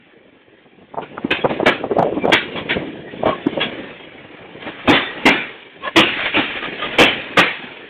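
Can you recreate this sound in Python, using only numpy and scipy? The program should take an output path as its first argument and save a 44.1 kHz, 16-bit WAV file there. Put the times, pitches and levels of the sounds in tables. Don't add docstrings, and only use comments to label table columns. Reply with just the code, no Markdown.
import sys
import numpy as np
from scipy import signal
from scipy.fft import rfft, irfft, next_fast_len
from scipy.io import wavfile
from scipy.ndimage import uniform_filter1d, map_coordinates

SR = 44100
rng = np.random.default_rng(int(sys.argv[2]) if len(sys.argv) > 2 else 0)


def to_wav(sig):
    pcm = np.clip(np.atleast_2d(sig), -1, 1) * 32767
    pcm = np.round(pcm).astype(np.int16)
    wavfile.write(sys.argv[1], SR, pcm.T)


N = 347949
TIME = np.arange(N) / SR

# pitch_hz, width_hz, level_db (resonant() adds 6 dB)
STEEL_MODES = [(910, 36, -7.5), (1074, 33, -10), (1260, 32, -14), (1662, 43, -3.5), (1950, 42, -13.5),
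               (2320, 61, -3), (3270, 88, -9)]
# time_s, rumble_db, rush_db (both before trim)
ROLLING_LEVELS = [(0.0, -53.5, -54), (0.86, -49.5, -55), (1.54, -26.5, -34), (1.78, -29.5, -44),
                  (2.11, -27, -41), (2.46, -33.5, -34.5), (2.79, -25.5, -35.5), (3.05, -35.5, -41.5),
                  (3.56, -28.5, -35), (3.78, -32, -33.5), (4.04, -43.5, -42.5), (4.64, -40.5, -42.5),
                  (4.83, -38, -34), (5.23, -37, -33.5), (5.62, -44, -41.5), (5.87, -47, -45.5),
                  (6.08, -35, -26.5), (6.2, -38, -22.5), (6.81, -36, -32), (7.01, -30, -27),
                  (7.14, -35.5, -30), (7.89, -42, -37)]


def clangs():
    # start_s, steel_db, boom_db, contact_s, ring_hz, body_hz
    strikes = [(1.016, -33, -29, .018, 2270, 404), (1.305, -11.5, -16.5, .014, 2510, 323),
               (1.491, -26.5, -20.5, .023, 2280, 510), (1.657, -9, -10.5, .026, 1500, 576),
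               (2.319, -4.5, -13, 0.017, 1996, 335), (2.556, -25, -27, .033, 3360, 504),
               (2.689, -14, -32, 0.034, 1971, 340), (3.253, -23.5, -15.5, 0.041, 1050, 627),
               (3.601, -15.5, -25, 0.031, 3280, 494), (4.66, -28.5, -27, 0.024, 1970, 297),
               (4.873, -11.5, -9.5, .045, 1022, 272.5), (4.927, -8, -17, .016, 1900, 276.7),
               (5.253, -6.5, -7.5, .029, 2126, 271), (5.958, -6.5, -9.5, 0.041, 2827, 330),
               (6.339, -13.5, -23, .034, 2474, 592), (6.362, -16, -17.5, 0.037, 2850, 300),
               (6.983, -5.5, -8.5, .042, 2540, 484), (7.369, -5.5, -12, 0.029, 1910, 501)]
    # (per Hz, relative)
    clatter_spectrum = [(200, -34), (500, -10.5), (900, -6.5), (1350, 0), (1800, 0.5), (2500, 2),
                        (3400, -0.5), (4000, -5.5)]
    # (per Hz, relative)
    boom_spectrum = [(20, -30.5), (60, -14.5), (130, -6.5), (300, 0), (520, -3), (900, -4), (1400, -15.5),
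                     (3000, -48.5)]
    switches_s = 4.4
    joint_t60_s, switch_t60_s = 0.3, 0.46
    heavy_db, halving_db = -10, 29

    track = np.zeros(N)
    t = np.arange(SR * 3 // 5) / SR
    for start_s, steel_db, boom_db, contact_s, ring_hz, body_hz in strikes:
        t60 = joint_t60_s if start_s < switches_s else switch_t60_s
        t60 *= 2 ** ((boom_db - heavy_db) / halving_db)

        steel_modes = STEEL_MODES + [(ring_hz, 260, -2)]
        steel = noise(clatter_spectrum, steel_modes, patchy_db=3.5, size=len(t))
        steel = steadied(steel, 0.086)
        rebounds = unit(amp(0.45 * wobble(330, size=len(t))))
        steel_envelope = blow(t, contact_s, t60, attack=0.0042, echo_db=-1)
        add(track, start_s, amp(steel_db) * steel_envelope * rebounds * steel)

        body = noise(boom_spectrum, [(body_hz, 50, 1.5)], patchy_db=-0.4, size=len(t))
        body = steadied(body, 0.041)
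        body_envelope = blow(t, contact_s, 0.76 * t60, attack=0.005, echo_db=-5.5)
        add(track, start_s, amp(boom_db) * body_envelope * body)
    return track


def blow(t, contact, t60, attack, echo_db):
    after = np.maximum(t - contact, 0)
    direct = np.exp(-after / 0.006)
    echoes = amp(echo_db - 60 * after / t60)
    return (1 - np.exp(-t / attack)) * (direct + (1 - direct) * echoes)


def bumps(count=70, size=12):
    # time_s, peak_db, pitch_hz, chatter_s (fall to 1/e), rub_db (re peak)
    jolts = [(.945, -17.5, 830, .003, -13.5), (0.9763, -12, 715, 0.026, -15.5),
             (1.1806, -12, 1300, 0.0018, -13), (1.25, -7.5, 277, .003, -21), (1.4485, -4.5, 486, 0.014, -8),
             (1.5124, -9.5, 630, .004, -16), (1.6012, -6, 600, 0.012, -15.5),
             (1.6324, -7.5, 330, .004, -14), (1.8428, -9, 527, 0.0045, -11), (1.913, -6.5, 450, .016, -19),
             (1.969, -2.5, 527, 0.0039, -20.5), (1.988, -3.5, 650, 0.021, -9),
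             (2.0287, -1.5, 690, 0.0052, -12), (2.048, -8.5, 533, 0.057, -35),
             (2.127, -13.5, 450, .003, -22), (2.2431, -10, 442, .003, -13), (2.255, -1.5, 426, .007, -15),
             (2.28, -6.5, 650, .014, -14), (2.3007, -1.5, 620, .003, -15.5), (3.236, -5.5, 634, .005, -19),
             (3.259, -8.5, 605, 0.02, -19), (3.47, -2.5, 300, 0.0055, -18.5),
             (3.5758, -8.5, 500, 0.017, -21)]
    # (per Hz, relative)
    rub_spectrum = [(60, -23.5), (160, 1.5), (400, 2), (900, 0), (1250, -8.5), (1700, -17), (3000, -35.5)]
    spacing_s, scatter = 0.007, 0.2
    lead_db = -16.5
    jostle_s, jostle_db = (0.98, 4.6), 2.5

    times, rumble_db, _ = np.transpose(ROLLING_LEVELS)
    contacts = []
    for s in rng.uniform(*jostle_s, count):
        peak_db = np.interp(s, times, rumble_db) + jostle_db + rng.normal(0, 1.7)
        contacts.append((s, amp(peak_db), rng.uniform(320, 720), -15))

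    for s, peak_db, hz, chatter_s, rub_db in jolts:
        contacts.append((s - spacing_s, amp(peak_db + lead_db), hz, rub_db))
        contacts.append((s, amp(peak_db), hz, rub_db))
        delays = spacing_s * (np.arange(1, size) + scatter * rng.standard_normal(size - 1))
        pitches = hz * np.exp(0.078 * rng.standard_normal(size - 1))
        for delay, pitch in zip(delays, pitches):
            if delay < 2 * chatter_s:
                gain = amp(peak_db) * np.exp(-(delay / chatter_s) ** 2)
                contacts.append((s + delay, gain, pitch, rub_db))

    swings, rub_power = np.zeros(N), np.zeros(N)
    t = np.arange(-SR // 50, SR // 12) / SR
    for s, gain, hz, rub_db in contacts:
        life = 1.005 / hz
        swing = np.cos(2 * np.pi * (hz * t + rng.random()))
        add(swings, s + t[0], gain * peak(t, 0.75 * life, life) * swing)
        rub = gain * amp(rub_db) * peak(t, 0.0056, 0.0094)
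        add(rub_power, s + t[0], rub ** 2)
    rub_noise = steadied(noise(rub_spectrum, [], patchy_db=1.0), 0.02)
    return swings + np.sqrt(rub_power) * rub_noise


def peak(t, rise, fall):
    return np.exp(-np.where(t < 0, (t / rise) ** 2, t / fall))


def flanges():
    # middle_s, level_db (before slips), length_s (see swell)
    scrapes = [(4.642, -29.5, 0.049), (5.865, -26.5, .045), (6.205, -20.5, 0.025), (6.265, -18.5, 0.036),
               (6.51, -27, .02), (6.568, -24, .028), (6.643, -24, 0.043), (6.847, -21.5, 0.059),
               (6.943, -22.5, 0.026)]
    # middle_s, pitch_hz, peak_db (before slips), length_s (see swell)
    songs = [(1.42, 3305, -31, 0.023), (2.232, 2340, -27.5, .025), (3.09, 1894, -36.5, .035),
             (3.301, 1094, -21, .06), (5.044, 3540, -28, .07), (5.088, 1900, -27.5, .05),
             (5.862, 1073, -24, .038), (5.877, 1690, -26, 0.028), (6.268, 1680, -27, 0.02),
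             (6.642, 1236, -28, 0.032), (6.835, 1225, -21.5, .026)]
    # (per Hz, relative)
    grind_spectrum = [(150, -11), (330, -4), (600, 3.5), (900, -3.5), (1250, -4), (1700, -0.5), (2500, 0),
                      (3400, -3.5), (4000, -10)]

    pressure = sum(amp(db) * swell(s, length) for s, db, length in scrapes)
    slips = unit(amp(2.6 * wobble(170)))
    sound = pressure * noise(grind_spectrum, STEEL_MODES, patchy_db=3.0)
    for s, hz, db, length in songs:
        unsteady_phase = 0.9 * wobble(120) + 0.35 * wobble(450)
        sound += amp(db) * swell(s, length) * np.sin(2 * np.pi * hz * TIME + unsteady_phase)
    return slips * sound


def swell(s, length):
    return np.exp(-((TIME - s) / (0.81 * length)) ** 2)


def rolling():
    # (per Hz, relative)
    rumble_spectrum = [(20, -33), (70, -13), (150, -3.5), (300, 2.5), (500, -1.5), (750, -10.5),
                       (1100, -18), (2000, -43.5), (4000, -69.5)]
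    # (per Hz, relative)
    rush_spectrum = [(150, -16.5), (500, -10), (1000, -12), (1400, -3), (1800, 4), (2500, 3.5), (3300, 0),
                     (4000, -7)]
    # (per Hz, relative)
    midrange_spectrum = [(200, -19), (450, -12), (800, -3.5), (1300, -5), (2000, -8.5), (4000, -33)]
    # time_s, level_db (against the rush)
    midrange_levels = [(0, -7.5), (3.0, -26.5), (3.6, -13.5), (4.2, -6.5), (5.2, -5.5), (6.2, -20),
                       (7.0, -10), (7.89, -10)]
    rumble_trim_db, rush_trim_db = -0.8, 0.4

    s, rumble_db, rush_db = np.transpose(ROLLING_LEVELS)
    lumps_db = 3.2 * wobble(70) + 1.2 * wobble(14)
    rumble_gain = amp(np.interp(TIME, s, rumble_db) + rumble_trim_db + lumps_db)
    rumble = rumble_gain * steadied(noise(rumble_spectrum, [], patchy_db=2.07), 0.13)

    unevenness_db = 1.2 * wobble(110) + 1.1 * wobble(16)
    roughness = amp(np.interp(TIME, s, rush_db) + rush_trim_db + unevenness_db)
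    rush = steadied(noise(rush_spectrum, STEEL_MODES, patchy_db=2.5), 0.093)
    midrange_gain = amp(np.interp(TIME, *np.transpose(midrange_levels)))
    midrange = midrange_gain * noise(midrange_spectrum, [], patchy_db=3.0)
    return rumble + roughness * (rush + midrange)


def noise(spectrum, modes, patchy_db, size=N):
    z = signal.stft(rng.standard_normal(size), nperseg=1024)[2]
    field = uniform_filter1d(rng.standard_normal(z.shape), size=4, axis=0)
    field = uniform_filter1d(field, size=8, axis=1)
    patchy = signal.istft(z * amp(patchy_db * unit(field)), nperseg=1024)[1][:size]
    return unit(filtered(patchy, lambda hz: shape(spectrum, hz) * resonant(modes, hz)))


def steadied(x, seconds):
    power = uniform_filter1d(x ** 2, max(int(seconds * SR), 1))
    return x / np.sqrt(np.abs(power) + 1e-9)


def wobble(rate, size=N):
    knots = rng.standard_normal(int(size * rate / SR) + 4)
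    return map_coordinates(knots, [np.arange(size) * rate / SR])


def shape(points, hz):
    f, db = np.transpose(points)
    return amp(np.interp(np.log(hz + 1), np.log(f), db))


def resonant(modes, hz):
    power = 1
    for f, width, db in modes:
        power = power + amp(db) ** 2 * 4 / (1 + (2 * (hz - f) / width) ** 2)
    return np.sqrt(power)


def filtered(x, response):
    m = next_fast_len(len(x) + SR // 10)
    return irfft(rfft(x, m) * response(np.fft.rfftfreq(m, 1 / SR)), m)[:len(x)]


def add(track, s, sound):
    room = track[round(s * SR):][:len(sound)]
    room += sound[:len(room)]


def amp(db):
    return 10 ** (np.asarray(db) / 20)


def unit(x):
    return x / np.sqrt(np.mean(x ** 2) + 1e-20)


def scene():
    return (clangs() + bumps() + flanges() + rolling())[None]


def record(dry):
    # frequency_hz, level_db
    microphone_response = [(3400, 1), (3650, -1.5), (4000, -10), (4350, -19.5), (4600, -48.5),
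                           (5200, -87.5)]
    ceiling, top_hz = 0.72, 15900
    narrow = filtered(dry[0], lambda hz: shape(microphone_response, hz))
    overloaded = np.clip(narrow, -ceiling, ceiling)
    return filtered(overloaded, lambda hz: hz < top_hz)[None]


dry = scene()
out = record(dry)
to_wav(out)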